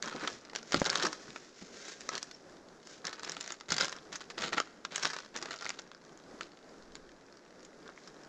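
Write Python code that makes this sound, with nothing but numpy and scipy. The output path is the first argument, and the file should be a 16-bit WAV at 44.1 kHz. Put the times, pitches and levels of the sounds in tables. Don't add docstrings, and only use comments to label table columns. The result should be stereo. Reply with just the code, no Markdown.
import sys
import numpy as np
from scipy import signal
from scipy.fft import rfft, irfft
from scipy.io import wavfile
from scipy.ndimage import uniform_filter1d

SR = 44100
rng = np.random.default_rng(int(sys.argv[2]) if len(sys.argv) > 2 else 0)


def persist_wave(psi):
    counts = np.round(np.clip(psi, -1, 1) * 32767).astype(np.int16)
    wavfile.write(sys.argv[1], SR, np.atleast_2d(counts).T)


N = 365244
TIME_S = np.arange(N) / SR

# f/Hz, level/dB
AIR_SPECTRUM = [(25, -4.5), (100, -8.5), (170, -3.5), (400, -0.2), (650, -6), (950, -11.5), (1600, -12.5),
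                (2800, -26), (5600, -20.5), (7000, -25.5), (10000, -10.5), (14000, -19)]
# t/s, width/s, level/dB
DRAUGHT_SWELL = (6.97, .12, -54.5)
# t/s, f/Hz, level/dB
BIRD_NOTE = [(2.326, 4670, -57), (2.339, 5620, -61), (2.351, 5440, -38)]
# t/s at the fastest, half width/s, level/dB
SWISH_EVENTS = [(0.3, 0.069, -50), (0.7, 0.025, -50), (1.13, 0.03, -49.5), (1.32, 0.14, -53.5),
                (1.61, 0.05, -52), (1.79, 0.059, -49), (1.889, 0.039, -44), (2.11, 0.17, -54.5),
                (2.92, 0.047, -52.5), (8.029, 0.084, -62.5)]
# f/Hz, level/dB
BRUSH_SPECTRUM = [(100, -24), (400, 5), (900, -9), (1600, 1.5), (2800, -5.5), (4000, -3), (5600, 0),
                  (7000, -3), (15000, -8)]
# f/Hz, level/dB
SOIL_SPECTRUM = [(25, -32), (70, 1), (115, -14), (160, 7), (260, -11), (500, -11), (1200, -39)]
# t/s, level/dB, initial f/Hz, decay/ms
HEEL_THUDS = [(0.065, -39.5, 256, 15), (0.147, -34.5, 309, 16), (0.227, -39, 334, 35),
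              (0.308, -48, 142, 37), (0.7438, -17.5, 374, 2), (0.7547, -28.5, 181, 16),
              (0.769, -35, 96, 19), (0.817, -12.5, 290, 1.5), (1.035, -31, 384, 29),
              (1.286, -48.5, 154, 36), (1.616, -41, 214, 15), (3.715, -39.5, 176, 29)]
# start t/s, length/s, crackle level/dB, fizz over crackle/dB
LITTER_PRESSES = [ (0.03, 0.052, -44, -1.5), (0.103, 0.19, -49, -1.5), (0.208, 0.04, -43, -6),
                  (0.416, 0.1, -60.5, -11), (0.556, 0.024, -54, 8), (0.725, 0.044, -45, 8),
                  (0.782, 0.045, -50.5, 6), (0.845, 0.037, -38, -9), (0.894, 0.13, -41, -1),
                  (1.025, 0.045, -41, 0.5), (2.112, 0.049, -44.5, -1), (3.038, 0.051, -47, -5),
                  (3.103, 0.098, -58, -0.5), (3.222, 0.11, -51, 3), (3.364, 0.17, -57.5, 5),
                  (3.682, 0.034, -44.5, 1), (3.719, 0.032, -43, 5.5), (3.792, 0.054, -39.5, 3.5),
                  (3.869, 0.11, -53.5, -11), (4.117, 0.023, -48, 4), (4.195, 0.021, -52.5, 4.5),
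                  (4.371, 0.079, -43.5, 1.5), (4.427, 0.047, -40.5, 2), (4.518, 0.025, -40.5, -3.5),
                  (4.564, 0.02, -38.5, -1), (4.907, 0.098, -48, 3), (5.017, 0.054, -43, 4.5),
                  (5.074, 0.17, -56.5, 2.5), (5.338, 0.042, -48, -2), (5.406, 0.087, -49, -6.5),
                  (5.499, 0.048, -47, 1), (5.586, 0.16, -56, 0.5), (5.771, 0.023, -55.5, 0.5),
                  (6.413, 0.042, -63.5, 6), (7.831, 0.062, -58.5, -13)]
# f/Hz, level/dB
LITTER_SPECTRUM = [(50, -18), (170, -4.5), (400, 4), (800, -2.5), (1450, 4.5), (2000, -5), (2700, -10),
                   (4500, -17)]
# f/Hz, level/dB
FROND_SPECTRUM = [(900, -14.5), (2000, -3), (2800, -5), (3900, -2), (5600, -10), (7000, -9)]
# t/s, woody body level/dB, splintering treble over body/dB, splintering decay/ms
STEM_SNAPS = [ (0.0255, -42.5, 10.5, 1.6), (0.097, -51, 8, 0.7), (0.128, -42.5, -12, 3.6),
              (0.249, -42, -12, 3.2), (0.2753, -34, 4, 3.8), (0.533, -46.5, -7, 2),
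              (0.5512, -41.5, 3.5, 2.7), (0.5603, -39.5, 8, 1.2), (0.6295, -52.5, 4.5, 1.9),
              (0.722, -37, 6.5, 1.5), (0.7312, -36, 0, 1.6), (0.7442, -26.5, 0.5, 1.3), (0.762, -42, 4, 2),
              (0.7997, -56, 19, 0.31), (0.8175, -32.5, -9, 1.2), (0.8437, -45, 9, 1.3),
              (0.8538, -41, 9, 2.8), (0.8609, -34, 6, 3.3), (0.868, -38.5, 6, 2), (0.8955, -36, -1, 1.7),
              (0.9006, -40, 16, 1.1), (0.93, -35.5, -2, 2.2), (0.9561, -32.5, 7, 1.5), (0.998, -40.5, 6, 3),
              (1.025, -35, 5.5, 5.6), (1.033, -39.5, 8, 3.4), (1.0512, -32, 1.5, 8.3), (1.067, -37, 6, 2.3),
              (1.129, -40, 4, 2.6), (1.281, -51, -9, 1), (1.305, -58, 10.5, 1), (1.3604, -41.5, -3, 3),
              (2.008, -52.5, 9.5, 1.6), (2.016, -57, 10, 1.3), (2.0907, -35.5, 4, 1.7),
              (2.1789, -44, 9, 2.8), (2.2289, -49, 16.5, 1.5), (2.3126, -54.5, 10.5, 2.4),
              (2.872, -54, 11.5, 1), (3.0527, -46, 12.5, 1.2), (3.0688, -46.5, 14.5, 2.2),
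              (3.094, -53, 9, 1.5), (3.1292, -46, 7.5, 5.9), (3.1952, -47.5, 5, 1.8),
              (3.233, -46.5, 10, 1.1), (3.296, -44.5, 9, .8), (3.319, -57, 23.5, 2.3),
              (3.3674, -42.5, 1, 1.9), (3.4095, -52.5, 20.5, 1.7), (3.477, -46.5, 7, 1.6),
              (3.505, -42.5, 2, 1.4), (3.5213, -48, 11.5, 2.9), (3.6098, -47, 1.5, 1.1),
              (3.7044, -40.5, 9.5, 5.7), (3.7206, -32.5, 7.5, 2.5), (3.7657, -39, 7, 2.2),
              (3.7818, -35, 7, 4.4), (3.8039, -35.5, 2, 4.4), (3.8096, -29.5, 5, 3.5),
              (3.8224, -41, 9, 2.4), (3.833, -42, -0.5, 2), (3.8455, -39, 6.5, 2.2), (3.8824, -44, 4, 1.6),
              (3.9262, -42, 3, 2.8), (4.127, -50.5, 5, 5), (4.156, -46, 11, 7), (4.301, -46.5, 4.5, 10.4),
              (4.3877, -47, 7, 2.3), (4.4229, -40.5, 0.5, 1.9), (4.5302, -33, -4.5, 2.2),
              (4.537, -41.5, 4.5, 2), (4.581, -27.5, -5.5, 3.3), (4.6014, -28.5, -0.5, 1.4),
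              (4.8506, -37.5, 2.5, 2.5), (4.9597, -44.5, 18, 1.7), (4.98, -41.5, 5.5, 1.5),
              (5.032, -38, 7.5, 4.6), (5.049, -35, 0, 1.5), (5.0538, -32, 6, 1.5), (5.101, -41, 2, 9.2),
              (5.133, -41.5, 4, 8.1), (5.165, -42, -2.5, 1.8), (5.1871, -44, 3, 2.6),
              (5.363, -40, 5.5, 2.5), (5.373, -47.5, 7.5, 5.2), (5.4258, -42.5, 7, 3.2),
              (5.4573, -43, 1.5, 2), (5.5084, -40.5, 1.5, 5.2), (5.6232, -42.5, 0, 7.3),
              (5.646, -49, 7, 1.2), (5.655, -40.5, 0.5, 0.8), (5.6642, -37.5, -6, 0.82),
              (5.6928, -42.5, 9.5, 1.4), (5.704, -38.5, 2.5, 0.76), (5.794, -50, 3.5, 1.7),
              (5.916, -50.5, -1.5, 1.6), (5.9483, -54.5, 1.5, 1.2), (6.175, -71, 19, 0.99),
              (6.4094, -38, -2, 2.4), (6.432, -62.5, 15, 1.2), (6.9542, -51, 9.5, 1),
              (7.6494, -64.5, 15.5, 3.5), (7.8908, -47.5, -22, 1.1), (7.9766, -50, -13, 0.8),
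              (8.0747, -55.5, 8.5, 6)]
# f/Hz, level/dB
WOOD_SPECTRUM = [(50, -30), (180, -15), (400, -2.5), (780, -1.5), (1050, -0.5), (1500, 1), (2700, -7.5),
                 (4500, -34.5)]
# f/Hz, level/dB
SPLINTER_SPECTRUM = [(900, -40), (2000, -2), (2800, -3), (3900, 1), (5600, 2), (7000, 0)]
# f/Hz, level/dB
SIDE_SPECTRUM = [(40, -13), (120, -8.5), (550, -22), (1500, -3.5), (6000, -2.5), (8000, -2.5), (12000, 6)]
# f/Hz, level/dB
MICROPHONE_RESPONSE = [(120, -5.5), (160, 1.5), (7100, 0.5), (8000, -11.5), (9000, -27), (12000, -31.5),
                       (15000, -46)]

AIR_DB = -55.5
PRESS_ATTACK_S, PRESS_RELEASE_S = 0.0069, 0.021
EASE_DB = -2
SETTLE_DB, SETTLE_S = -14.5, 0.063
PICKING_DB, PICKING_FROM_S = -74.5, 5.6
CLUMP_DB = 3.5
RUB = 0.55
STRAIN_S = 0.006
THINNESS_DB = 26
TWIG_DB = -13
BAND_EDGE_HZ = 15300


def from_db(db):
    return 10 ** (np.asarray(db) / 20)


def unit(x):
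    return x / np.sqrt(np.mean(x ** 2) + 1e-20)


def add(mix, t_s, sound):
    part = mix[..., max(round(t_s * SR), 0):][..., :sound.shape[-1]]
    part += sound[..., :part.shape[-1]]


def minimum_phase(points, size=2048):
    hz, db = np.transpose(points)
    bins_hz = abs(np.fft.fftfreq(size, 1 / SR)) + 1
    log_gain = np.log(from_db(np.interp(np.log(bins_hz), np.log(hz), db)))
    spectrum = np.exp(np.conj(signal.hilbert(log_gain)))
    return np.fft.ifft(spectrum).real[:size // 2]


def colour(x, points):
    return signal.oaconvolve(x, minimum_phase(points))[:len(x)]


def drift(hz):
    lowpass = np.exp(-(np.fft.rfftfreq(N, 1 / SR) / hz) ** 2)
    return unit(irfft(rfft(rng.standard_normal(N)) * lowpass, N))


def ring(x, hz, q):
    b, a = signal.iirpeak(min(hz, 9000), q, fs=SR)
    return signal.lfilter(b, a, x)


def air(swell_db=1.9):
    rush = unit(colour(rng.standard_normal(N), AIR_SPECTRUM))
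    return from_db(AIR_DB) * rush * from_db(swell_db * drift(4.9))


def draught():
    t_s, width_s, db = DRAUGHT_SWELL
    lowpass = signal.butter(3, 45, fs=SR, output="sos")
    rumble = unit(signal.sosfilt(lowpass, rng.standard_normal(N)))
    return rumble * from_db(db) * np.exp(-((TIME_S - t_s) / width_s) ** 2 / 2)


def bird():
    t_s, hz, db = np.transpose(BIRD_NOTE)
    t = np.arange(t_s[0], t_s[-1], 1 / SR)
    whistle = np.sin(2 * np.pi * np.cumsum(np.interp(t, t_s, hz)) / SR)
    out = np.zeros(N)
    add(out, t_s[0], whistle * from_db(np.interp(t, t_s, db)) * signal.windows.tukey(len(t), 0.3))
    return out


def trunks(x, t60_s, rise_s=0.00069, size=16000, count=3, echoes_per_s=3000):
    t, out = np.arange(size) / SR, np.zeros(N)
    for k in range(count):
        taps = rng.standard_normal(size) * (rng.random(size) < echoes_per_s / SR)
        taps *= from_db(-60 * t / t60_s) * (1 - np.exp(-t / rise_s))
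        share = np.cos(np.pi * (2 * TIME_S + k / count)) * np.sqrt(2 / count)
        out += signal.oaconvolve(x * share, taps / np.linalg.norm(taps))[:N]
    return out


def pressure():
    picking = np.outer([from_db(PICKING_DB) ** 2, 0], TIME_S > PICKING_FROM_S)
    power = 1e-8 + picking
    for start_s, length_s, db, fizz_db in LITTER_PRESSES:
        since_s = TIME_S - start_s
        rise = np.clip(since_s / PRESS_ATTACK_S, 0, 1)
        swell = from_db(EASE_DB * (2 * np.clip(since_s / length_s, 0, 1) - 1) ** 2)
        after_s = np.maximum(since_s - length_s, 0)
        settling = from_db(SETTLE_DB) * np.exp(-after_s / SETTLE_S)
        fall = np.maximum(np.exp(-after_s / PRESS_RELEASE_S), settling)
        power += np.outer(from_db([db, db + fizz_db]), rise * swell * fall) ** 2
    return 10 * np.log10(power)


def soil(body_db, level_db=-52, full_weight_db=-40, steepness=1.37):
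    rumble = unit(colour(rng.standard_normal(N), SOIL_SPECTRUM))
    return rumble * from_db(level_db + steepness * (body_db - full_weight_db))


def thuds(sag=0.213, grit=0.69, rise_s=0.00013, size=8000):
    out, t = np.zeros(N), np.arange(size) / SR
    for t_s, db, hz, ms in HEEL_THUDS:
        decay = np.exp(-t * 1e3 / ms)
        push = np.sin(2 * np.pi * np.cumsum(hz * (1 - sag * (1 - decay))) / SR)
        band = signal.butter(2, [hz / 2, hz * 2], "bandpass", fs=SR, output="sos")
        crumble = unit(signal.sosfilt(band, rng.standard_normal(size)))
        thud = (0.74 * push + grit * crumble) * decay * (1 - np.exp(-t / rise_s))
        add(out, t_s, from_db(db) * thud)
    return out


def swishes(catches_per_s=450, catch_gain=0.63, flutter_db=2.0):
    power = sum(from_db(db) ** 2 * np.exp(-((TIME_S - t_s) / width_s) ** 2)
                for t_s, width_s, db in SWISH_EVENTS)
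    catches = unit(rng.standard_normal(N) * (rng.random(N) < catches_per_s / SR))
    sliding = (rng.standard_normal(N) + catch_gain * catches) * from_db(flutter_db * drift(65))
    return unit(colour(sliding, BRUSH_SPECTRUM)) * np.sqrt(power)


def crackle(body_db, treble_db, per_s=1800, thinning_db=32, spread_db=1.0, ring_gain=1.2, q=6,
            wander_hz=22, clump_hz=65, crackle_db=-1, fizz_db=-1, count=14):
    rate = per_s * 10 ** ((body_db - body_db.max()) / thinning_db)
    sizes = from_db(spread_db * np.minimum(rng.exponential(1, N), np.pi))
    sizes *= (rng.random(N) < rate / SR) / np.sqrt(rate)
    surge = drift(clump_hz)
    stalk = (count / 2 * (drift(wander_hz) + rng.random(N))).astype(int) % count
    out = np.zeros(N)
    layers = ((LITTER_SPECTRUM, body_db + crackle_db, 1100), (FROND_SPECTRUM, treble_db + fizz_db, 4300))
    for points, level_db, centre_hz in layers:
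        clumps = from_db(CLUMP_DB * unit(surge + drift(clump_hz)))
        breaks = unit(sizes * rng.standard_normal(N))
        notes_hz = np.geomspace(centre_hz / 2, centre_hz * 2, count)
        notes = sum(ring(breaks * (stalk == k), hz, q) for k, hz in enumerate(notes_hz))
        rub = RUB * rng.standard_normal(N)
        grains = colour(clumps * (breaks + ring_gain * notes + rub), points)
        grains /= np.sqrt(abs(uniform_filter1d(grains ** 2, size=2200)) + 1e-12)
        out += grains * from_db(level_db)
    return out


def stem(db, bright_db, ms, first=2.4, strain=0.097, strain_ms=4.0, fibre_spread=0.24, ring_gain=1.48,
         note_spread=0.43, q=6, size=1200, count=290):
    at = round(STRAIN_S * SR)
    t_ms = (np.arange(size) - at) * 1e3 / SR
    tear, strength = rng.standard_normal((2, size))
    straining = strain * np.exp(-abs(t_ms) / strain_ms)
    shape = np.where(t_ms < 0, straining, np.exp(-abs(t_ms) / ms))
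    volley = unit(tear * np.exp(fibre_spread * strength)) * shape
    volley[at] = 2 * first * np.sign(tear[at])
    splinter_hz = 3800 * 2 ** (bright_db / THINNESS_DB)
    out = np.zeros(size)
    layers = ((WOOD_SPECTRUM, db, 1480), (SPLINTER_SPECTRUM, db + bright_db, splinter_hz))
    for points, level_db, hz in layers:
        own_note = ring(volley, hz * 2 ** (note_spread * rng.uniform(-0.77, 1)), q)
        crack = colour(volley + ring_gain * own_note, points)
        out += from_db(level_db) * crack / np.sqrt(np.mean(crack[at:at + count] ** 2))
    return out


def twiglets(body_db, treble_db, firm_db=-43, light_touch=0.61, spread_db=5.0, cap=2.54, bright_db=4,
             follow=0.37, bright_spread_db=7, ms=2.3, count=700):
    out = np.zeros(N)
    for k, (place, chance, brightness) in enumerate(rng.random((count, 3))):
        at = int((k + place) / count * N)
        touch_db = firm_db + light_touch * min(body_db[at] - firm_db, 0)
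        db = touch_db + TWIG_DB + spread_db * min(-np.log(1 - chance), cap)
        splinter_db = bright_db + follow * (treble_db[at] - body_db[at])
        splinter_db += bright_spread_db * (2 * brightness - 1)
        add(out, at / SR, stem(db, splinter_db, ms))
    return out


def snaps():
    out = np.zeros(N)
    for t_s, db, bright_db, ms in STEM_SNAPS:
        add(out, t_s - STRAIN_S, stem(db, bright_db, ms))
    return out


def scene(near_db=-10, far_db=-21, wide_db=-14.5, air_wide_db=-3, draught_wide_db=-5):
    body_db, treble_db = pressure()
    direct = soil(body_db) + thuds() + swishes() + bird()
    direct += crackle(body_db, treble_db) + twiglets(body_db, treble_db) + snaps()
    near = from_db(near_db) * trunks(direct, t60_s=0.055)
    far = from_db(far_db) * trunks(direct, t60_s=0.72)
    middle = direct + near + far + air() + draught()
    scatter = from_db(wide_db) * trunks(direct, t60_s=0.0054)
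    lean = 0.16 * direct
    side = colour(scatter + from_db(air_wide_db) * air() - lean, SIDE_SPECTRUM)
    side += from_db(draught_wide_db) * draught()
    return np.array([middle + side, middle - side])


def record(dry):
    heard = np.array([colour(channel, MICROPHONE_RESPONSE) for channel in dry])
    lowpass = signal.firwin(511, BAND_EDGE_HZ, window=("kaiser", 9), fs=SR)
    return signal.oaconvolve(heard, lowpass[None], "same")


dry = scene()
out = record(dry)
persist_wave(out)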